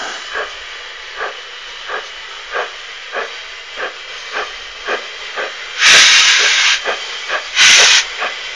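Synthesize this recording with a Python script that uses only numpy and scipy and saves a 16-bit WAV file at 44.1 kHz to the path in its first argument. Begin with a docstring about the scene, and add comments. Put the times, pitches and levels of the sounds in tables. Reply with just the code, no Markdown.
"""A small steam locomotive sets off and draws nearer, heard from the trackside. Its quickening exhaust beats
are puffs of turbulence shaped by chimney and smokebox resonances. Two long blasts from the cylinder drain
cocks overload a cheap microphone; steam leaks throughout with drifting resonances and a few bright spurts.
A hollow hiss fades out over the first 0.3 s, and light air on the microphone rumbles faintly: all are
filtered noise under slow level curves."""
import sys
import numpy as np
from scipy import signal
from scipy.fft import rfft, irfft, next_fast_len
from scipy.io import wavfile
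from scipy.ndimage import uniform_filter1d, map_coordinates

SR = 44100
rng = np.random.default_rng(int(sys.argv[2]) if len(sys.argv) > 2 else 0)


def waveform_to_disk(signal):
    """Save audio, clipped to [-1, 1], as 16-bit WAV at the path in sys.argv[1]."""
    frames = np.transpose(np.atleast_2d(signal))
    scaled = np.clip(frames, -1, 1) * 32767
    samples = np.round(scaled).astype(np.int16)
    wavfile.write(sys.argv[1], SR, samples)


N = 377051  # samples

# exhaust puffs
RISE_S, FALL_S = 0.018, 0.033  # time constants of swell and decay, before the shares below are added
RISE_SHARE, FALL_SHARE = 0.049, 0.032  # both grow by this share of the time between beats
BARK_RISE = 1.16  # the bark opens first: its rise over that of the chest
SPRAY_DB, SPRAY_DB_PER_S = -13, 1.25  # against the bark at the start; the nearer the engine, the more of it
# drain cocks
SHUT_DB_PER_S, KNEE_DB = 400, 4  # the valve swings shut; rounding of the corners
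BUILD_DB, BUILD_S = 3.5, 0.029  # once open, the jet still gains this much
SAG_DB, SAG_S = 12, 0.37  # the pressure behind the jet drains away
LAST_PUSH_DB, LAST_PUSH_S = 2, 0.11  # and swells again, most as the cock starts to shut
DULL_DB, CLEAR_S = -6, 0.063  # treble of a jet as it starts, wet and dull; time to clear
BRIGHT_DB, DIM_DB, DIM_S = 4.5, 7.5, 0.57  # treble it clears towards, and its loss as the jet weakens
EVEN_SHARE, EVEN_S = 0.33, .25  # as it runs on, this share of a jet loses its resonances
# hollow hiss at the start
HOLLOW_DB, HOLLOW_S = -22.5, 0.3  # level at the start, time to fade out
# converter
INPUT_HZ, SAMPLING_HZ, TOP_HZ = 7330, 16000, 12800  # input band edge, sampling rate, top of the output


def amp(db):
    """Level in decibels to amplitude ratio."""
    return 10 ** (np.asarray(db) / 20)


def unit(x):
    """Normalise to unit root mean square."""
    return x / np.sqrt(np.mean(x ** 2) + 1e-20)


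def along(points, hz):
    """Interpolate (frequency [Hz], value) points on a logarithmic frequency axis."""
    f, v = np.transpose(points)
    return np.interp(np.log(hz + 1), np.log(f + 1), v)


def curves(rows):
    """Interpolate linearly in time: one value per sample for each column after the time."""
    s, *cols = np.transpose(rows)
    return [np.interp(np.arange(N) / SR, s, c) for c in cols]


def wobble(rate):
    """Slow random modulation: a spline through random knots, rate of them per second."""
    knots = rng.standard_normal(int(N * rate / SR) + 4)
    return map_coordinates(knots, [np.arange(N) * rate / SR])


def filtered(x, response):
    """Linear filtering: the spectrum is multiplied by a response of frequency."""
    m = next_fast_len(N + 8192)
    return irfft(rfft(x, m) * response(np.fft.rfftfreq(m, 1 / SR)), m)[:N]


def resonant(bands, bed=None):
    """Incoherent resonances: their powers add, over an optional broad bed."""
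    def gain(hz):
        power = 0
        for centre, width, db in bands:
            detuning = (hz * hz - centre * centre) / (hz * width + 1e-9)
            power = power + amp(db) ** 2 / (1 + detuning ** 2) ** 2
        bed_power = amp(along(bed, hz)) ** 2 if bed else 0
        return np.sqrt(power + bed_power)
    return gain


def turbulence(patchy_db, window=512, across=4, lasting=10):
    """Turbulent noise: white noise with random gain smoothed over bins (across) and frames (lasting)."""
    z = signal.stft(rng.standard_normal(N), nperseg=window)[2]
    across_bins = uniform_filter1d(rng.standard_normal(z.shape), across, 0)
    field = uniform_filter1d(across_bins, lasting, 1)
    return signal.istft(z * amp(patchy_db * unit(field)), nperseg=window)[1][:N]


def streaky(patchy_db):
    """Multipath interference over ground and hedges, as narrow, long-lived random streaks in noise."""
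    return turbulence(patchy_db, window=2048, across=2, lasting=24)


def steam(hiss, level_db, bright_db, pivot_hz):
    """Jet noise changes its spectral balance: the treble moves against the body of the hiss."""
    treble = filtered(hiss, lambda hz: 1 / (1 + (pivot_hz / (hz + 1)) ** 4))
    return amp(level_db) * (hiss - treble + amp(bright_db) * treble)


def exhaust():
    """Pulsed jets excite chimney and smokebox resonances; reverberation from banks and trees prolongs them."""
    # exhaust beats: (time of the peak [s], chest level [dB], bark level [dB])
    beats = [(.395, -26.5, -22), (1.236, -26, -23), (1.941, -27.5, -22.5), (2.587, -22, -19),
             (3.193, -25, -22.5), (3.833, -23, -23), (4.387, -24, -21), (4.915, -21.5, -20),
             (5.415, -23.5, -22), (5.95, -20.5, -17.5), (6.43, -27.5, -24.5), (6.893, -21, -20.5),
             (7.338, -23, -19.5), (7.811, -20.5, -21.5), (8.24, -25.5, -21)]
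    # smokebox resonances: (centre [Hz], width [Hz], relative level [dB])
    chest_bands = [(233.6, 23, -15), (413, 70, -2), (536, 260, -1), (738, 142, -3), (875, 110, -6.5)]
    # chimney resonances: (centre [Hz], width [Hz], relative level [dB])
    bark_bands = [(1178, 237, -3), (1450, 280, -13), (1631, 290, -2)]
    # airy top of a beat: (centre [Hz], width [Hz], relative level [dB])
    spray_bands = [(2006, 310, 0), (2470, 250, 4.5), (3120, 680, -3)]
    t, puffs = np.arange(N) / SR, np.zeros((2, N))
    gaps = np.gradient(np.array(beats)[:, 0])
    for (s, chest_db, bark_db), gap in zip(beats, gaps):
        rise = (RISE_S + RISE_SHARE * gap) * np.array([[1], [BARK_RISE]])
        fall = FALL_S + FALL_SHARE * gap
        u = (t - s) / np.where(t < s, rise, fall)
        puffs += amp([[chest_db], [bark_db]]) * np.exp(-np.abs(u) ** 2.3)
    lumps = amp(0.6 * wobble(110))
    chest = unit(filtered(lumps * turbulence(patchy_db=2.9), resonant(chest_bands)))
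    bark = unit(filtered(lumps * turbulence(patchy_db=-0.4), resonant(bark_bands)))
    spray = unit(filtered(lumps * turbulence(patchy_db=1.6), resonant(spray_bands)))
    spray = amp(SPRAY_DB + SPRAY_DB_PER_S * t) * spray
    direct = puffs[0] * chest + puffs[1] * (bark + spray)
    # the noise tail decays by 60 dB in 0.53 s
    tail = rng.standard_normal(SR // 2) * amp(-60 * np.arange(SR // 2) / SR / 0.53)
    return direct + amp(-9) * signal.fftconvolve(direct, tail / np.linalg.norm(tail))[:N]


def drain_cocks():
    """Jet noise follows the driving pressure: wet steam bursts out, sags, gets a last push and is shut off."""
    # cock openings: (opens [s], starts to shut [s], burst level [dB], opening slope [dB/s])
    cocks = [(5.84, 6.745, -1.5, 290), (7.587, 7.988, -2.5, 420)]
    # resonances, one list per jet: (centre [Hz], width [Hz], relative level [dB])
    jet_bands = [
        [(1273, 44, -4.5), (1600, 220, 0), (2280, 290, -3), (2486, 220, -7.5), (2830, 72, -7.5),
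         (3400, 35, -14), (3775, 210, -3), (5220, 100, -11.5), (5900, 130, -9), (5960, 280, -13)],
        [(1280, 53, -15), (1518, 170, -3), (2024, 150, -4.5), (2480, 190, -1), (3120, 110, -3),
         (3300, 90, -5.5), (3840, 190, -3.5), (5570, 75, -4), (6000, 63, -0.5), (6530, 110, -11.5)],
    ]
    # broad spectrum of both jets: (frequency [Hz], relative level [dB])
    jet_bed = [(200, -52), (500, -31), (800, -21.5), (1100, -14.5), (1400, -13.5), (1900, -7.5), (3000, -6),
               (4500, -12), (6300, -11), (7300, -22)]
    t, out = np.arange(N) / SR, np.zeros(N)
    for (opened, shuts, burst_db, opening), bands in zip(cocks, jet_bands):
        age = np.maximum(t - opened, 0)
        opening_loss = np.logaddexp(0, opening * (opened - t) / KNEE_DB)
        shutting_loss = np.logaddexp(0, SHUT_DB_PER_S * (t - shuts) / KNEE_DB)
        valve_db = -KNEE_DB * (opening_loss + shutting_loss)
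        build_db = -BUILD_DB * np.exp(-age / BUILD_S)
        sag_db = -SAG_DB * (1 - np.exp(-age / SAG_S))
        push_db = LAST_PUSH_DB * np.exp(-((t - shuts) / LAST_PUSH_S) ** 2)
        pressure_db = burst_db + build_db + sag_db + push_db
        dimming_db = DIM_DB * np.tanh(age / DIM_S) ** 2
        bright_db = BRIGHT_DB - dimming_db + (DULL_DB - BRIGHT_DB) * np.exp(-age / CLEAR_S)
        source = turbulence(patchy_db=1.7, window=1024, across=3, lasting=12)
        even = EVEN_SHARE * (1 - np.exp(-age / EVEN_S))
        ringing = unit(filtered(source, resonant(bands, jet_bed)))
        plain = unit(filtered(source, resonant([], jet_bed)))
        hiss = (1 - even) * ringing + even * plain
        out += steam(hiss, valve_db + pressure_db + 0.5 * wobble(25), bright_db, pivot_hz=3530)
    return out


def leak():
    """Continuous jet noise: resonances drift by crossfading and the air between makes the level waver."""
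    # course of the leak: (time [s], level before brightening [dB], treble gain [dB])
    course = [(0, -30, 7), (.5, -27.5, -4.5), (1.0, -28.5, -6.5), (2.4, -28.5, -3.5), (3.6, -28.5, -4),
              (4.25, -26.8, -6), (4.7, -28, -4), (5.5, -26, -4.5), (6.9, -25.5, 1), (7.15, -24.5, -1),
              (7.5, -26, 1), (8.1, -23.5, -2.5), (8.55, -25, -2)]
    # resonances while the engine is far, nearer and near:
    # (time [s], list of (centre [Hz], width [Hz], relative level [dB]))
    stages = [ (1.5, [(508, 100, -9), (1213, 180, -6), (1810, 200, -2), (1963, 48, 5), (2290, 170, -6),
              (2810, 100, -3.5), (3003, 210, 1.5), (3300, 280, -5), (3900, 98, -4.5), (4530, 74, -9)]),
              (5.0, [(478, 120, -10), (1226, 150, -7.5), (1880, 100, -0.5), (2027, 67, 2.5),
              (2314, 130, -1), (2820, 69, -2), (3020, 95, -4.5), (3165, 190, 0.3), (3930, 190, -8),
              (4640, 68, -8.5)]), (7.5, [(485, 180, -13.5), (1260, 70, -8.5), (1940, 150, -7.5),
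              (2020, 150, -1.5), (2290, 260, -3), (2700, 54, -9.5), (2950, 100, -6), (3140, 215, 2.5),
              (3910, 68, -3), (4694, 45, -2)])]
    # broad spectrum of the leak: (frequency [Hz], relative level [dB])
    leak_bed = [(100, -66), (135, -27), (250, -27.5), (310, -29), (400, -11.5), (800, -13.5), (1500, -6.5),
                (2500, -7), (4300, -12), (5500, -11.5), (7000, -18.5)]
    level_db, bright_db = curves(course)
    source = streaky(patchy_db=2.5)
    moments = [s for s, _ in stages]
    hiss = np.zeros(N)
    for share, (_, bands) in zip(np.eye(len(moments)), stages):
        weight = np.interp(np.arange(N) / SR, moments, share)
        hiss += weight * unit(filtered(source, resonant(bands, leak_bed)))
    return steam(hiss, level_db + .5 * wobble(5) + .6 * wobble(15), bright_db, pivot_hz=4200)


def spurts():
    """Brief jets: short bright spits of steam, high-band noise under Gaussian envelopes."""
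    # spits: (time of the peak [s], time from peak to 1/e [s], level [dB])
    spits = [(0.507, 0.036, -37), (1.698, .025, -40), (2.07, .03, -37), (2.6, .05, -39.5),
             (3.26, 0.047, -39.5), (4.202, 0.025, -35.5), (4.38, 0.2, -37.5), (4.924, 0.027, -36.5)]
    # spectrum of a spit: (frequency [Hz], relative level [dB])
    spit_bed = [(2500, -28), (3600, 3), (4000, 3), (5200, -2), (6500, 0), (7400, -33)]
    t = np.arange(N) / SR
    swell = sum(amp(db) * np.exp(-((t - s) / half) ** 2) for s, half, db in spits)
    return swell * unit(filtered(turbulence(patchy_db=-2.0), lambda hz: amp(along(spit_bed, hz))))


def hollow_hiss():
    """Resonantly filtered noise under a linear amplitude fade: a hollow hiss heard only at the start."""
    # resonances of the hiss: (centre [Hz], width [Hz], relative level [dB])
    hollow_bands = [(414, 340, -8), (740, 260, -3.5), (1290, 180, -4), (1546, 300, 0.5), (3240, 240, -7.5),
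                    (6160, 2100, -19.5)]
    fade = np.clip(1 - np.arange(N) / SR / HOLLOW_S, 0, 1)
    hiss = unit(filtered(turbulence(patchy_db=.8), resonant(hollow_bands)))
    return fade * amp(HOLLOW_DB + .5 * wobble(40)) * hiss


def breeze():
    """Wind noise at a microphone: low-frequency pressure fluctuations, a faint rumble in small gusts."""
    # gusts: (time [s], level [dB])
    gusts = [(0, -53), (.9, -48.5), (1.3, -57), (3.6, -54), (4.4, -52), (5.8, -56.5), (7.2, -53),
             (8.55, -57)]
    # spectrum of the rumble: (frequency [Hz], relative level [dB])
    rumble_bed = [(10, -31.5), (30, 4), (60, -10), (75, -6.5), (92, -56.5), (200, -77)]
    level_db, = curves(gusts)
    lumps = amp(2.5 * wobble(4) + 3 * wobble(10) + 3 * wobble(30))
    rumble = filtered(lumps * rng.standard_normal(N), lambda hz: amp(along(rumble_bed, hz)))
    return amp(level_db) * unit(rumble)


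def scene():
    """Superposition of all sources in one channel."""
    return (exhaust() + drain_cocks() + leak() + spurts() + hollow_hiss() + breeze())[None]


def record(dry):
    """A slow converter: band limiting, a faint mirror image above half its rate, overload, small offset."""
    x = filtered(dry[0], lambda hz: 1 / (1 + (hz / INPUT_HZ) ** 240))
    # multiplying by a tone at the sampling rate mirrors the spectrum; a band near 9200 Hz is kept
    mirror = x * 2 * np.cos(2 * np.pi * SAMPLING_HZ * np.arange(N) / SR)
    x = x + amp(-15) * filtered(mirror, lambda hz: np.exp(-((hz - 9200) / 520) ** 6))
    x = x / (1 + np.abs(x / .93) ** 16) ** (1 / 16)  # almost hard clipping
    x = filtered(x, lambda hz: (hz < TOP_HZ) / (1 + (hz / 10300) ** 6))
    return np.clip(x + 0.0036, -1, 1)[None]


dry = scene()
out = record(dry)
waveform_to_disk(out)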